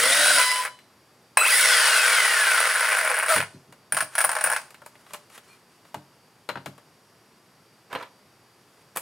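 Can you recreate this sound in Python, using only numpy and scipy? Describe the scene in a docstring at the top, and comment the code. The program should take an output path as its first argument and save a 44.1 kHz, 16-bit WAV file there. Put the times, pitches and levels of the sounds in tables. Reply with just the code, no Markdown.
"""Electric model buggy over a workbench

Its motor revs, brakes with a buzz, revs again and coasts down: tooth knocks, mesh tones and chopped current.
Drive shafts slam in their play, ever more sparsely; on its tyres the car jerks in bursts of slams.
Then the transmitter is put down and the body shell picked up: knocks, rustles, a squeak and a scrape.
Struck bodies are resonant filters; air, a fan and the echoes of a small shop surround them."""
import sys
import numpy as np
from scipy import signal
from scipy.fft import rfft, irfft
from scipy.io import wavfile
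from scipy.ndimage import uniform_filter1d

SR = 44100
rng = np.random.default_rng(int(sys.argv[2]) if len(sys.argv) > 2 else 0)


def store_wav(level_fs):
    """Save 16-bit WAV to argv[1]."""
    pcm = np.round(np.clip(np.atleast_2d(level_fs), -1, 1) * 32767)
    wavfile.write(sys.argv[1], SR, pcm.T.astype(np.int16))


N = 397341
T = np.arange(N) / SR
PINION_TEETH = 13
STALL_TURNS_PER_S = 32  # gears fade out below about this


def amp(db):
    """Gain of a level in dB."""
    return 10 ** (np.asarray(db) / 20)


def unit(x):
    """Scale to rms 1."""
    return x / np.sqrt(np.mean(x ** 2) + 1e-20)


def read(points, hz):
    """A spectrum, joined by straight lines over log frequency."""
    f, value = np.transpose(points)
    return np.interp(np.log(hz + 1), np.log(f + 1), value)


def add(mix, s, sound):
    """Mix a sound in at s seconds, cut at the end."""
    part = mix[..., max(round(s * SR), 0):][..., :sound.shape[-1]]
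    part += sound[..., :part.shape[-1]]


def drift(rate_hz):
    """Random wander below rate_hz, rms 1."""
    spectrum = rfft(rng.standard_normal(N))
    return unit(irfft(spectrum * (np.fft.rfftfreq(N, 1 / SR) < rate_hz), N))


def envelope(on, off, attack, release, db=0):
    """Gain over time (all in s): straight attack, hold, exponential release."""
    rise = np.clip((T - on) / attack, 0, 1)
    return amp(db) * rise * np.exp(-np.clip((T - off) / release, 0, 20))


def lift(peaks, hz):
    """The dB that a set of resonances adds at a frequency."""
    return sum(g / (1 + (2 * (hz - f) / width) ** 2) for f, width, g in peaks)


def body(spectrum, peaks, splits_hz, size=4096):
    """Causal minimum-phase responses of a resonant body in three ranges: low, middle, high."""
    hz = abs(np.fft.fftfreq(size, 1 / SR))
    db = read(spectrum, hz) + lift(peaks, hz)
    low, lower = (1 / (1 + (hz / f) ** 14) for f in splits_hz[::-1])
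    shares = np.sqrt([lower, abs(low - lower), 1 - low])
    log_gain = np.log(amp(db) * shares + 1e-5)
    return np.fft.ifft(np.exp(np.conj(signal.hilbert(log_gain)))).real[:, :size // 2]


def strike(responses, dbs, chatter, after_db, after, rise=0.00061):
    """A contact builds up and chatters, loose parts buzz on, the body rings; dbs set the first 7 ms."""
    t = np.arange(SR // 10) / SR
    contact = np.exp(-t / np.array(chatter)[:, None]) + amp(after_db) * np.exp(-t / after)
    contact = contact * (1 - np.exp(-t / rise))
    force = rng.choice([-1, 1], contact.shape) * contact
    rings = signal.fftconvolve(force, responses, axes=1)
    return sum(amp(db) * ring / ring[:SR // 140].std() for db, ring in zip(dbs, rings))


def hiss(spectrum):
    """Steady noise of a given colour, rms 1."""
    gain = amp(read(spectrum, np.fft.rfftfreq(N, 1 / SR)))
    return unit(irfft(rfft(rng.standard_normal(N)) * gain, N))


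def shaft_speed():
    """Turns a second: a braked rev, a launch that coasts down, a last blip; never below 1."""
    # motor speed curves: t/s, shaft speed/(turns/s)
    rev = [(0, 230), (.1, 274), (.16, 291), (.3, 304), (.37, 291), (.45, 235), (.55, 135), (.7, 0)]
    launch = [(1.375, 0), (1.413, 95), (1.425, 111), (1.44, 162), (1.455, 203), (1.48, 262), (1.51, 365),
              (1.55, 404), (1.59, 431), (1.62, 432), (1.8, 359), (2, 298), (2.2, 237), (2.42, 196),
              (2.6, 153), (3, 81), (3.4, 0)]
    blip = [(3.26, 30), (3.3, 78), (3.35, 70), (3.46, 0)]
    curves = [np.interp(T, *np.transpose(c), left=0) for c in (rev, launch, blip)]
    return np.maximum(np.max(curves, axis=0), 1)


def gear_gains(speed, cruise_turns_per_s=300, attack_s=.012, release_s=.02):
    """Gains of three gear noises and three gear tones: each follows the speed and shifts under load."""
    # clatter, tooth hiss, steel ring: relative level at cruise/dB, slope/(dB per doubling of speed)
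    noise_levels = [(-22, 1.5), (-25.5, 5), (-26.5, 3.2)]
    # pinion mesh, bevel mesh, growl: same columns
    tone_levels = [(-24.5, 14), (-26, 6), (-33, 13)]
    # tooth load as the motor pulls or brakes, or the wheels push it: on t/s, off t/s,
    # then added level/dB of clatter, tooth hiss, steel ring, pinion mesh, bevel mesh
    loads = [(-.02, .37, -2.5, 2.2, 2.4, 6, -10), (.385, .42, 0, 1.5, 3, -8, -10),
             (.44, .65, -7.5, -.5, -1.5, -14, -16), (1.371, 1.445, -3, -3, 4, 0, 0),
             (1.465, 1.62, -3.5, -2, 4, -2, -2), (2.1, 2.4, 0, 0, 0, 2, 1), (2.94, 3.15, 0, 0, 0, -3, 8),
             (3.28, 3.365, 1.5, 6, 8.5, 0, 19)]
    doublings = np.log2(speed / cruise_turns_per_s)
    dbs = np.array([db + slope * doublings for db, slope in noise_levels + tone_levels])
    for on, off, *added_db in loads:
        dbs[:len(added_db)] += np.outer(added_db, envelope(on, off, attack_s, release_s))
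    return np.split(amp(dbs) * np.clip((speed - 1) / STALL_TURNS_PER_S, 0, 1), 2)


def gearbox_body():
    """The gearbox colours tooth noise and mesh tones."""
    # broad response: f/Hz, relative level/(dB per Hz)
    spectrum = [(100, -58.5), (250, -34.5), (380, -21.5), (490, -8), (700, -10), (1100, -6.5), (1500, 2),
                (2000, 0), (2700, -6), (3600, -13), (5000, -12), (6800, -18.5), (9500, -10), (11000, -15.5),
                (12500, -24.5), (16000, -23.5)]
    # resonances: f/Hz, width/Hz, added level/dB
    peaks = [(520, 60, 2), (630, 45, 7.5), (727, 98, -2), (835, 25, 3), (1060, 110, 4), (1290, 80, 3),
             (1490, 170, 5.5), (1900, 120, 2.5), (2230, 120, 1.5), (15200, 350, 10)]
    return body(spectrum, peaks, (3000, 8000))


def ping(hz, decay, rise=.0008):
    """A steel drive cup rings in a pair of modes, the second drawn at random."""
    t = np.arange(SR // 20) / SR
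    ring = np.sin(2 * np.pi * hz * t) + .5 * np.sin(2 * np.pi * rng.uniform(8850, 9600) * t)
    ring = ring * np.exp(-t / decay) * (1 - np.exp(-t / rise))
    return ring / ring[:SR // 140].std()


def gears(frame, speed, gains, hits_per_turn=6, spread_db=1.8, rub=0.46, throb_db=1.9,
          wheel_ratio=.16, trims_db=(0, -1, -3), cups_db=-4, cups_per_turn=1.3):
    """Teeth and loose joints strike at a rate set by speed, harder once per turn of the drive shafts."""
    hit = rng.random(N) < hits_per_turn * speed / SR
    size = amp(spread_db * np.minimum(rng.exponential(1, N), 4)) * hit
    size = unit(size / np.sqrt(speed)) * rng.choice([-1, 1], N)
    wheel_phase = 2 * np.pi * np.cumsum(speed) * wheel_ratio / SR
    throb = amp(throb_db * (np.sin(wheel_phase) + drift(150)))

    joint = rng.integers(0, 8, N)
    t = np.arange(256) / SR
    contacts = rng.standard_normal((8, len(t))) * np.exp(-t / 0.00074)
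    knocks = sum(signal.oaconvolve(size * (joint == k), unit(c))[:N] for k, c in enumerate(contacts))
    knocks = unit(knocks) * throb
    out = np.zeros(N)
    for k, response in enumerate(frame):
        # sliding teeth smooth the upper ranges
        force = knocks + rub * (1, 4, 3)[k] * rng.standard_normal(N)
        out += amp(trims_db[k]) * unit(signal.oaconvolve(force, response)[:N]) * gains[k]

    cup_hit = rng.random(N) < cups_per_turn * speed / SR
    hits = cup_hit * rng.uniform(.5, 1, N) * throb / np.sqrt(speed)
    cups = sum(signal.oaconvolve(hits * (joint == k), ping(hz, decay=0.0027))[:N]
               for k, hz in enumerate(np.linspace(9100, 10600, 8)))
    return out + amp(cups_db) * unit(cups) * gains[-1]


def whine(frame, speed, gains, wobble=.0035, flutter_db=4, growl_width_hz=170, mesh_db=-1.2,
          octave_db=-8, bevel_order=26 / 3, growl_order=5):
    """Mesh tones follow the shaft through the gearbox; play makes them flutter and smears a growl."""
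    # driven shafts' hum: multiple of shaft speed, level/dB
    hum_orders = [(.6, -24), (0.999, -18.5), (2, -0.5), (2.44, -4)]
    # hum under power: on t/s, off t/s, attack/s, release/s, level/dB
    powered = (-.02, .39, .03, .015, -34)
    smooth_speed = uniform_filter1d(speed, SR // 80)
    phase = 2 * np.pi * np.cumsum(smooth_speed * (1 + wobble * drift(160))) / SR

    def tone(order):
        return np.sqrt(2) * unit(amp(flutter_db * drift(70))) * np.sin(order * phase)

    mesh = sum(gain * (tone(k) + amp(octave_db) * tone(2 * k))
               for k, gain in zip((PINION_TEETH, bevel_order), gains))
    smear = drift(growl_width_hz) * np.sin(growl_order * phase)
    smear = smear + drift(growl_width_hz) * np.cos(growl_order * phase)
    driven = sum(amp(db) * tone(k) for k, db in hum_orders)
    housed = signal.oaconvolve(amp(mesh_db) * mesh + gains[-1] * smear, frame.sum(0))[:N]
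    return housed + envelope(*powered) * driven


def shudders(flutter_db=3.5, waver_hz=70):
    """The drive train rings unsteadily; the ring sags near full speed and lingers through the coast."""
    # one curve per rev: t/s, ring f/Hz, level/dB
    curves = [
        [(-.02, 2050, -30), (.14, 1930, -27), (.21, 1850, -30), (.26, 1530, -26), (.4, 1450, -26),
         (.45, 1450, -42)],
        [(1.372, 2540, -27), (1.41, 2620, -21), (1.44, 2620, -30), (1.495, 2620, -26), (1.535, 1950, -25),
         (1.575, 1800, -29), (1.61, 1480, -29), (1.9, 1470, -28), (2.6, 1460, -32), (3.2, 1450, -40)],
    ]
    out = np.zeros(N)
    for curve in curves:
        s, hz, db = np.transpose(curve)
        phase = 2 * np.pi * np.cumsum(np.interp(T, s, hz) + waver_hz * drift(160)) / SR
        out += amp(np.interp(T, s, db)) * (T > s[0]) * (T < s[-1]) * np.sin(phase)
    return np.sqrt(2) * out * unit(amp(flutter_db * drift(110)))


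def background(rustle_db=-4, fan_db=0, air_db=-58.5):
    """Room air, the controller's small fan as wavering tones, and hands and sleeves sliding on plastic."""
    # room air: f/Hz, relative level/(dB per Hz)
    air = [(15, -75.5), (25, -41), (120, -7.5), (256, -10.5), (293, -13.5), (354, -10), (531, -13.5),
           (624, -14), (1070, -14), (1190, -15.5), (4140, -26), (4740, -21), (6380, -28), (11900, -29),
           (16000, -42.5)]
    # cooling fan tones: f/Hz, level/dB
    fan_lines = [(3774, -85), (4640, -75.5), (5600, -79.5)]
    # slides over plastic: on t/s, off t/s, attack/s, release/s, relative level/dB
    rustles = [(4.09, 4.15, .05, .02, -42), (4.58, 4.66, .03, .04, -54), (4.75, 5.15, .1, .2, -60),
               (5.05, 5.13, .08, .02, -56), (5.29, 5.37, .05, .02, -49), (5.42, 5.53, .04, .05, -56),
               (5.68, 5.76, .04, .05, -62), (5.84, 5.9, .02, .04, -61), (8.5, 8.83, .3, .14, -62),
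               (8.954, 8.968, .006, .005, -38)]
    fan = np.zeros(N)
    for hz, db in fan_lines:
        pitch = hz * (1 + .001 * drift(1.5) + 0.0011 * drift(80))
        fan += amp(db + fan_db + 3 * drift(4)) * np.sin(2 * np.pi * np.cumsum(pitch) / SR)
    rub = hiss([(200, -15), (1200, 8), (5000, -4), (10000, -1), (13000, -11), (16000, -16)])
    slide = rub * amp(rustle_db + 2 * drift(40)) * sum(envelope(*r) for r in rustles)
    return amp(air_db) * hiss(air) + fan + slide


def chopper(burst, hz, lines, flutter_db):
    """Switched current makes the windings sing at a fixed pitch; each harmonic fades in its own time."""
    on, attack, level_db = burst
    out = np.zeros(N)
    for k, db, off, release in lines:
        gain = envelope(on, off, attack, release, level_db + db) * amp(flutter_db * drift(28))
        out += gain * np.sin(2 * np.pi * k * hz * T)
    return np.sqrt(2) * out


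def brake_buzz():
    """The controller chops the current to brake."""
    # burst: on t/s, attack/s, level/dB
    burst = (.355, .045, -27.5)
    # lines: harmonic, relative level/dB, off t/s, release/s
    lines = [(1, 2, .615, .028), (2, -1.5, .52, .03), (3, -8.5, .57, .065), (4, -8, .5, .07),
             (5, -10.5, .5, .06)]
    return chopper(burst, 1004, lines, flutter_db=2.5)


def throttle_buzz():
    """The controller chops the current at part throttle."""
    # burst: on t/s, attack/s, level/dB
    burst = (1.371, .01, -29)
    # lines: harmonic, relative level/dB, off t/s, release/s
    lines = [(1, 0, 1.414, .009), (2, 0, 1.425, .015), (3, -10, 1.41, .01)]
    return chopper(burst, 4014, lines, flutter_db=2)


def chassis_body():
    """The chassis frame colours slams and grinding."""
    # broad response: f/Hz, relative level/(dB per Hz)
    spectrum = [(100, -53), (280, -41.5), (400, -25), (510, -9), (750, -2), (1100, -4), (1550, -3),
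                (2000, -6), (2700, -6.5), (3600, -16.5), (5200, -12.5), (6800, -19), (9500, -8.5),
                (11000, -13.5), (12500, -25), (16000, -21.5)]
    # resonances: f/Hz, width/Hz, added level/dB
    peaks = [(510, 54, 2), (625, 45, 6.5), (727, 98, -2.5), (846, 25, 5), (1078.4, 70, 6), (1340, 100, 2),
             (1620, 170, 4), (2250, 160, 3), (15200, 350, 10)]
    return body(spectrum, peaks, (2000, 8000))


def clack(detune=.04, rise=.0007):
    """One clean blow rings the gear housing, detuned at random."""
    # housing modes: nominal f/Hz, relative level/dB, t60/s
    modes = [(1090, -15, .04), (1460, -1, .024), (1630, 0, .022), (2300, -12, .015)]
    t = np.arange(SR // 12) / SR
    pitch = 1 + detune * rng.uniform(-1, 1)
    ring = sum(amp(db - 60 * t / t60) * np.sin(2 * np.pi * hz * pitch * t) for hz, db, t60 in modes)
    ring = ring * (1 - np.exp(-t / rise))
    return ring / ring[:SR // 140].std()


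def slams(frame, speed, trims_db=(-5.6, -5.3, -9.7), clack_db=-7.5, cup_db=-5.5, scatter=.2,
          rise=.0013, delay_s=.0005):
    """Shafts slam through their play: frame knock, housing clack, steel cup ring, then rebounds."""
    # slams: t/s, thud, clack, snap and steel ring relative level/dB, ring f/Hz
    rows = [(.649,-21,-24,-28,-30,10300), (1.3705,-8,-14,-15,-12,9000), (2.545,-22,-17,-24,-23,10600),
            (2.601,-22,-16,-24,-18,10500), (2.672,-22,-17,-26,-27,10500), (2.755,-22,-17,-26,-26,8930),
            (2.828,-21,-16,-26,-27,10400), (2.845,-22,-18,-27,-27,10500), (2.886,-21,-17,-26,-23,10400),
            (2.926,-21,-17,-28,-23,9510), (2.968,-17,-17,-26,-23,10600), (2.983,-19,-14,-26,-21,9580),
            (3.048,-21,-16,-23,-20,9560), (3.103,-18,-17,-28,-26,9470), (3.141,-21,-18,-31,-25,9500),
            (3.168,-22,-21,-30,-24,9480), (3.186,-19,-17,-26,-20,10500), (3.229,-20,-16,-25,-25,10500),
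            (3.261,-21,-20,-27,-24,9460), (3.296,-17,-19,-24,-19,9490), (3.36,-13,-19,-20,-18,9250),
            (3.424,-24,-28,-35,-34,9420), (3.922,-23,-20,-27,-15,9230), (3.945,-29,-30,-29,-23,8910),
            (3.967,-21,-16,-24,-21,9400), (3.973,-23,-22,-28,-21,10300), (3.985,-29,-29,-30,-27,8910),
            (4.005,-22,-15,-24,-22,9500), (4.011,-25,-26,-31,-23,10400), (4.023,-25,-29,-31,-25,8930),
            (4.152,-26,-22,-28,-24,10600), (4.18,-20,-15,-22,-19,10500), (4.186,-19,-17,-25,-16,9290),
            (4.204,-19,-17,-26,-19,9190), (4.212,-21,-21,-25,-17,9210), (4.24,-16,-19,-25,-17,9220),
            (4.246,-19,-20,-27,-12,9500), (4.291,-18,-18,-27,-22,8980), (4.315,-24,-32,-30,-22,9030),
            (4.329,-24,-27,-33,-33,8920), (4.351,-23,-22,-30,-28,9500), (4.365,-19,-24,-31,-29,9490),
            (4.385,-25,-23,-32,-31,9540), (4.409,-23,-20,-28,-23,9480), (4.439,-19,-17,-24,-12,9250),
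            (4.447,-22,-20,-29,-19,9500), (4.46,-22,-22,-28,-21,9240), (4.471,-19,-18,-27,-25,9280),
            (4.499,-21,-20,-28,-22,10400), (4.515,-22,-21,-29,-24,9050), (4.524,-20,-21,-28,-20,9500),
            (4.533,-24,-20,-28,-29,9180), (4.562,-22,-16,-25,-28,10400)]
    # slams among the running gear noise: added level/dB for thud, clack, snap, steel ring
    running_db = (-4, -.5, -9.5, -2)
    # rebounds: nominal delay/s, level/dB
    rebounds = [(.0062, -12), (.019, -17)]
    out = np.zeros(N)
    for s, *dbs, hz in rows:
        running = min(speed[round(s * SR)] / STALL_TURNS_PER_S, 1)
        thud, housing, snap, steel = np.add(dbs, running * np.array(running_db))
        for rebound_s, db in [(0, 0)] + rebounds:
            knock = strike(frame, np.add((thud, snap, steel), trims_db), chatter=(.0026, .0022, .002),
                           after_db=-17, after=.019, rise=rise)
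            # each blow starts slightly after its listed time
            at = s + delay_s + rebound_s * (1 + scatter * rng.uniform(-1, 1))
            housing_ring = amp(housing + clack_db) * clack()
            cup_ring = amp(steel + cup_db) * ping(hz, decay=0.003, rise=rise)
            for part in (knock, housing_ring, cup_ring):
                add(out, at, amp(db) * part)
    return out


def taps(rows, plastic, trims_db, chatter, rise):
    """Dry plastic knocks, each panned by its left-right level difference."""
    out = np.zeros((2, N))
    for s, *dbs, pan_db in rows:
        tap = strike(plastic, np.add(dbs, trims_db), chatter=chatter, after_db=-15, after=0.018, rise=rise)
        add(out, s, tap * amp([[pan_db / 2], [-pan_db / 2]]))
    return out


def handling():
    """Parts and transmitter click, the thin shell knocks with a hollower ring; scrape and squeak join."""
    # plastic parts' taps: t/s, body, clack and tick relative level/dB, left-right/dB
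    part_taps = [(0.788, -56, -46, -58, 0.5), (3.378, -28, -22, -36, 0.5), (3.402, -32, -26, -40, 0.5),
                 (3.724, -38, -49, -50, 1.0), (4.705, -42, -47, -48, 0.5), (4.743, -42, -44, -51, -0.5),
                 (4.818, -35, -54, -57, 1.5), (4.861, -32, -46, -42, 1.0), (4.953, -46, -49, -62, 0.5),
                 (5.064, -43, -52, -60, 0.5), (5.106, -38, -48, -60, 0.5), (5.134, -29, -35, -34, 1.0),
                 (5.143, -28, -36, -41, 0.5), (5.299, -45, -51, -54, 1.0), (5.377, -36, -41, -46, 0.5),
                 (5.851, -45, -55, -61, 1.0), (5.943, -19, -37, -42, 1.0), (6.489, -17, -27, -39, 4.5),
                 (6.497, -21, -35, -53, 2.0), (6.555, -22, -39, -58, 3.5), (6.571, -25, -40, -63, 2.0),
                 (6.659, -25, -33, -40, 4.0), (6.779, -39, -52, -55, 3.0)]
    # plastic's response: f/Hz, relative level/(dB per Hz)
    plastic = [(71, -17), (120, -5.5), (308, -3), (1010, 9.5), (2480, -6.5), (3110, -8), (5630, -18.5),
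               (7200, -15), (12300, -17), (15000, -27), (16000, -27)]
    # its resonances: f/Hz, width/Hz, added level/dB
    plastic_peaks = [(432, 94, 5), (588, 52, 9.5), (880, 86, 1), (1065, 66, -1), (1460, 270, 4),
                     (2200, 340, 2.5), (2870, 270, 4.5), (4100, 400, 4)]
    # shell lifted and brought over the car: t/s, body, clack and tick relative level/dB, left-right/dB
    shell_knocks = [(7.928, -21, -35, -44, -3.5), (7.950, -20, -31, -48, -2.5),
                    (7.955, -20, -32, -52, -0.5), (8.026, -28, -39, -52, -2.0),
                    (8.9605, -22, -39, -31, -0.5), (8.9705, -21, -29, -24, 0.0)]
    # shell's response: f/Hz, relative level/(dB per Hz)
    shell_spectrum = [(100, -14), (350, -6), (1000, 3), (2300, -5), (4000, -11), (5600, -21), (7000, -16),
                      (9300, -11), (12500, -13), (16000, -22)]
    # its resonances: f/Hz, width/Hz, added level/dB
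    shell_peaks = [(522, 90, 7), (980, 130, 10), (1700, 140, 4), (2310, 90, 4), (3170, 150, 5)]
    parts = taps(part_taps, body(plastic, plastic_peaks, (1800, 5000)),
                 trims_db=(-10.6, -4.6, -3.8), chatter=(.004, .003, .002), rise=.0012)
    shell = taps(shell_knocks, body(shell_spectrum, shell_peaks, (1800, 5000)),
                 trims_db=(-9.5, -4.2, -3), chatter=(.003, .003, .002), rise=.0008)
    return parts + shell + scrape() + squeak()


def pull(speed, flutter_db=1.8, wobble=.012, weak_share=.5):
    """At the launch loaded teeth sing, flaring as they sweep through resonances, the pinion most."""
    # singing: on t/s, off t/s, attack/s, release/s, level/dB
    singing = (1.404, 1.52, .008, .03, -37)
    # tones: multiple of shaft speed, relative level/dB
    orders = [(4.333, -2), (8.667, -5), (13, 0)]
    # resonances: f/Hz, width/Hz, pinion's added level/dB
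    peaks = [(300, 400, -20), (950, 250, 5), (1370, 420, 17.5), (2100, 450, 10), (2580, 380, 18.5),
             (3900, 900, -4), (4850, 400, 7)]
    phase = 2 * np.pi * np.cumsum(speed * (1 + wobble * drift(300))) / SR
    tones = np.zeros(N)
    for k, db in orders:
        flare_db = lift(peaks, k * speed) * (1 if k == PINION_TEETH else weak_share)
        tones += amp(db + flare_db + flutter_db * drift(200)) * np.sin(k * phase)
    return np.sqrt(2) * tones * envelope(*singing)


def landing(count=3, land_s=3.354, land_db=-35, axle_lag_s=.02, bounce_s=.185, bounce_share=.75,
            bounce_loss_db=-8.5):
    """One axle lands, then the other; bounces get shorter and weaker. Rows t/s, relative level/dB."""
    times = land_s + np.cumsum(bounce_s * bounce_share ** np.arange(count))
    bounces = [(s, land_db + bounce_loss_db * k) for k, s in enumerate(times, 1)]
    return [(land_s, land_db), (land_s + axle_lag_s, land_db)] + bounces


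def bumps(bump_db=-3, rise=0.0055):
    """The bench top booms in its low modes, pushed by soft rubber."""
    # jerking tyres, transmitter and shell bump the bench: t/s, relative level/dB
    rows = [(3.92, -46), (4.01, -47), (4.25, -53), (4.445, -54), (5.948, -44), (6.492, -49), (6.557, -42),
            (6.663, -40), (7.935, -49)]
    # bench modes: nominal f/Hz, relative level/dB, t60/s
    modes = [(67, -11.5, 0.15), (106, -3, 0.25), (140, 2.5, .25), (187.6, 0.5, .2), (234, 1, 0.14),
             (294.5, -3, .22), (361, -3, 0.18), (428, -1, 0.13)]
    t = np.arange(SR // 2) / SR
    out = np.zeros(N)
    for s, db in landing() + rows:
        boom = np.zeros(len(t))
        for hz, mode_db, t60 in modes:
            cycles = hz * rng.uniform(0.89, 1.04) * t + rng.random() / (2 * np.pi)
            boom += amp(mode_db - 60 * t / t60) * np.sin(2 * np.pi * cycles)
        boom = boom * (1 - np.exp(-(t / rise) ** 2))
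        add(out, s, amp(db + bump_db) * boom / boom[:SR // 50].std())
    return out


def grind(frame, rough_db=4):
    """Strained teeth rub unevenly between the slams."""
    # strain: on t/s, off t/s, attack/s, release/s, level/dB
    strain = (4.17, 4.57, .02, .035, -37.5)
    rub = rng.standard_normal(N) * amp(rough_db * drift(200))
    return unit(signal.oaconvolve(rub, frame.sum(0))[:N]) * envelope(*strain)


def squeak(waver=.012, flutter_db=4):
    """Fingers squeak faintly on the transmitter's grip: two wavering tones."""
    # squeak: on t/s, off t/s, attack/s, release/s, level/dB
    slip = (5.46, 5.54, .04, .015, -62)
    # tones: mean f/Hz, relative level/dB
    lines = [(2400, 0), (4230, -3)]
    tones = np.zeros(N)
    for hz, db in lines:
        phase = 2 * np.pi * np.cumsum(hz * (1 + waver * drift(200))) / SR
        tones += amp(db + flutter_db * drift(60)) * np.sin(phase)
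    return tones * envelope(*slip)


def scrape(scrape_db=-2.5, grip_db=2.5):
    """The thin shell drags over the bench as it is picked up: coloured noise of uneven grip."""
    # drag: on t/s, off t/s, attack/s, release/s, relative level/dB
    drag = (7.897, 8.02, .022, .025, -39)
    rub = hiss([(150, -25), (380, -8), (540, 5), (780, -5), (1050, 1), (1300, -1), (2200, -8),
                (4000, -18), (9000, -30), (16000, -42)])
    rub = unit(rub * amp(grip_db * drift(120)))
    return amp(scrape_db) * rub * envelope(*drag) * amp([[-1.5], [1.5]])


def room(x, wet_db=-10, early_db=5, early=0.028):
    """Bench and shelves throw back early echoes, then a short diffuse tail."""
    # late decay: f/Hz, t60/s
    decay = [(100, 0.15), (500, 0.5), (2000, 0.31), (6000, 0.58), (10000, .36), (16000, .22)]
    echoes = rng.choice([-1., 1.], SR // 2) * (rng.random(SR // 2) < .08)
    hz, t, z = signal.stft(echoes, SR, nperseg=256)
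    fade = amp(-60 * t / read(decay, hz)[:, None]) * (1 + amp(early_db) * np.exp(-t / early))
    tail = signal.istft(z * fade, SR, nperseg=256)[1]
    tail[:SR // 300] = 0
    return amp(wet_db) * signal.oaconvolve(x, tail[None] / np.linalg.norm(tail), axes=1)[:, :N]


def widen(x, spread=0.022):
    """Reflections reach the two microphones differently: a diffuse side signal of opposite signs."""
    # stereo width: f/Hz, side over middle/dB
    width = [(60, -37), (250, -27), (500, -21.5), (1400, -15), (2800, -12), (5000, -7), (9500, -20.5),
             (11000, -17.5), (14000, -8)]
    t = np.arange(SR // 5) / SR
    echoes = rng.standard_normal(len(t)) * np.exp(-t / spread)
    side = signal.oaconvolve(x.mean(0), echoes / np.linalg.norm(echoes))[:N]
    side = irfft(rfft(side, 2 * N) * amp(read(width, np.fft.rfftfreq(2 * N, 1 / SR))))[:N]
    return x + np.array([side, -side])


def scene():
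    """The car near the middle, the handling knocks around it, all in the shop."""
    speed = shaft_speed()
    noise_gains, tone_gains = gear_gains(speed)
    gearbox, frame = gearbox_body(), chassis_body()
    car = gears(gearbox, speed, noise_gains) + whine(gearbox, speed, tone_gains) + shudders()
    car = car + brake_buzz() + slams(frame, speed) + throttle_buzz() + pull(speed) + grind(frame)
    dry = (car + bumps()) * amp([[.15], [-.15]]) + handling()
    return widen(dry + room(dry) + background())


def record(dry, low_cut_hz=62, edge_hz=15900):
    """The microphone's bass cut, full-scale clipping, then the band limit."""
    thin = signal.sosfilt(signal.butter(2, low_cut_hz, "high", fs=SR, output="sos"), dry)
    band = signal.firwin(301, edge_hz, window=("kaiser", 8), fs=SR)
    return signal.oaconvolve(np.clip(thin, -1, 1), band[None], "same")


dry = scene()
out = record(dry)
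store_wav(out)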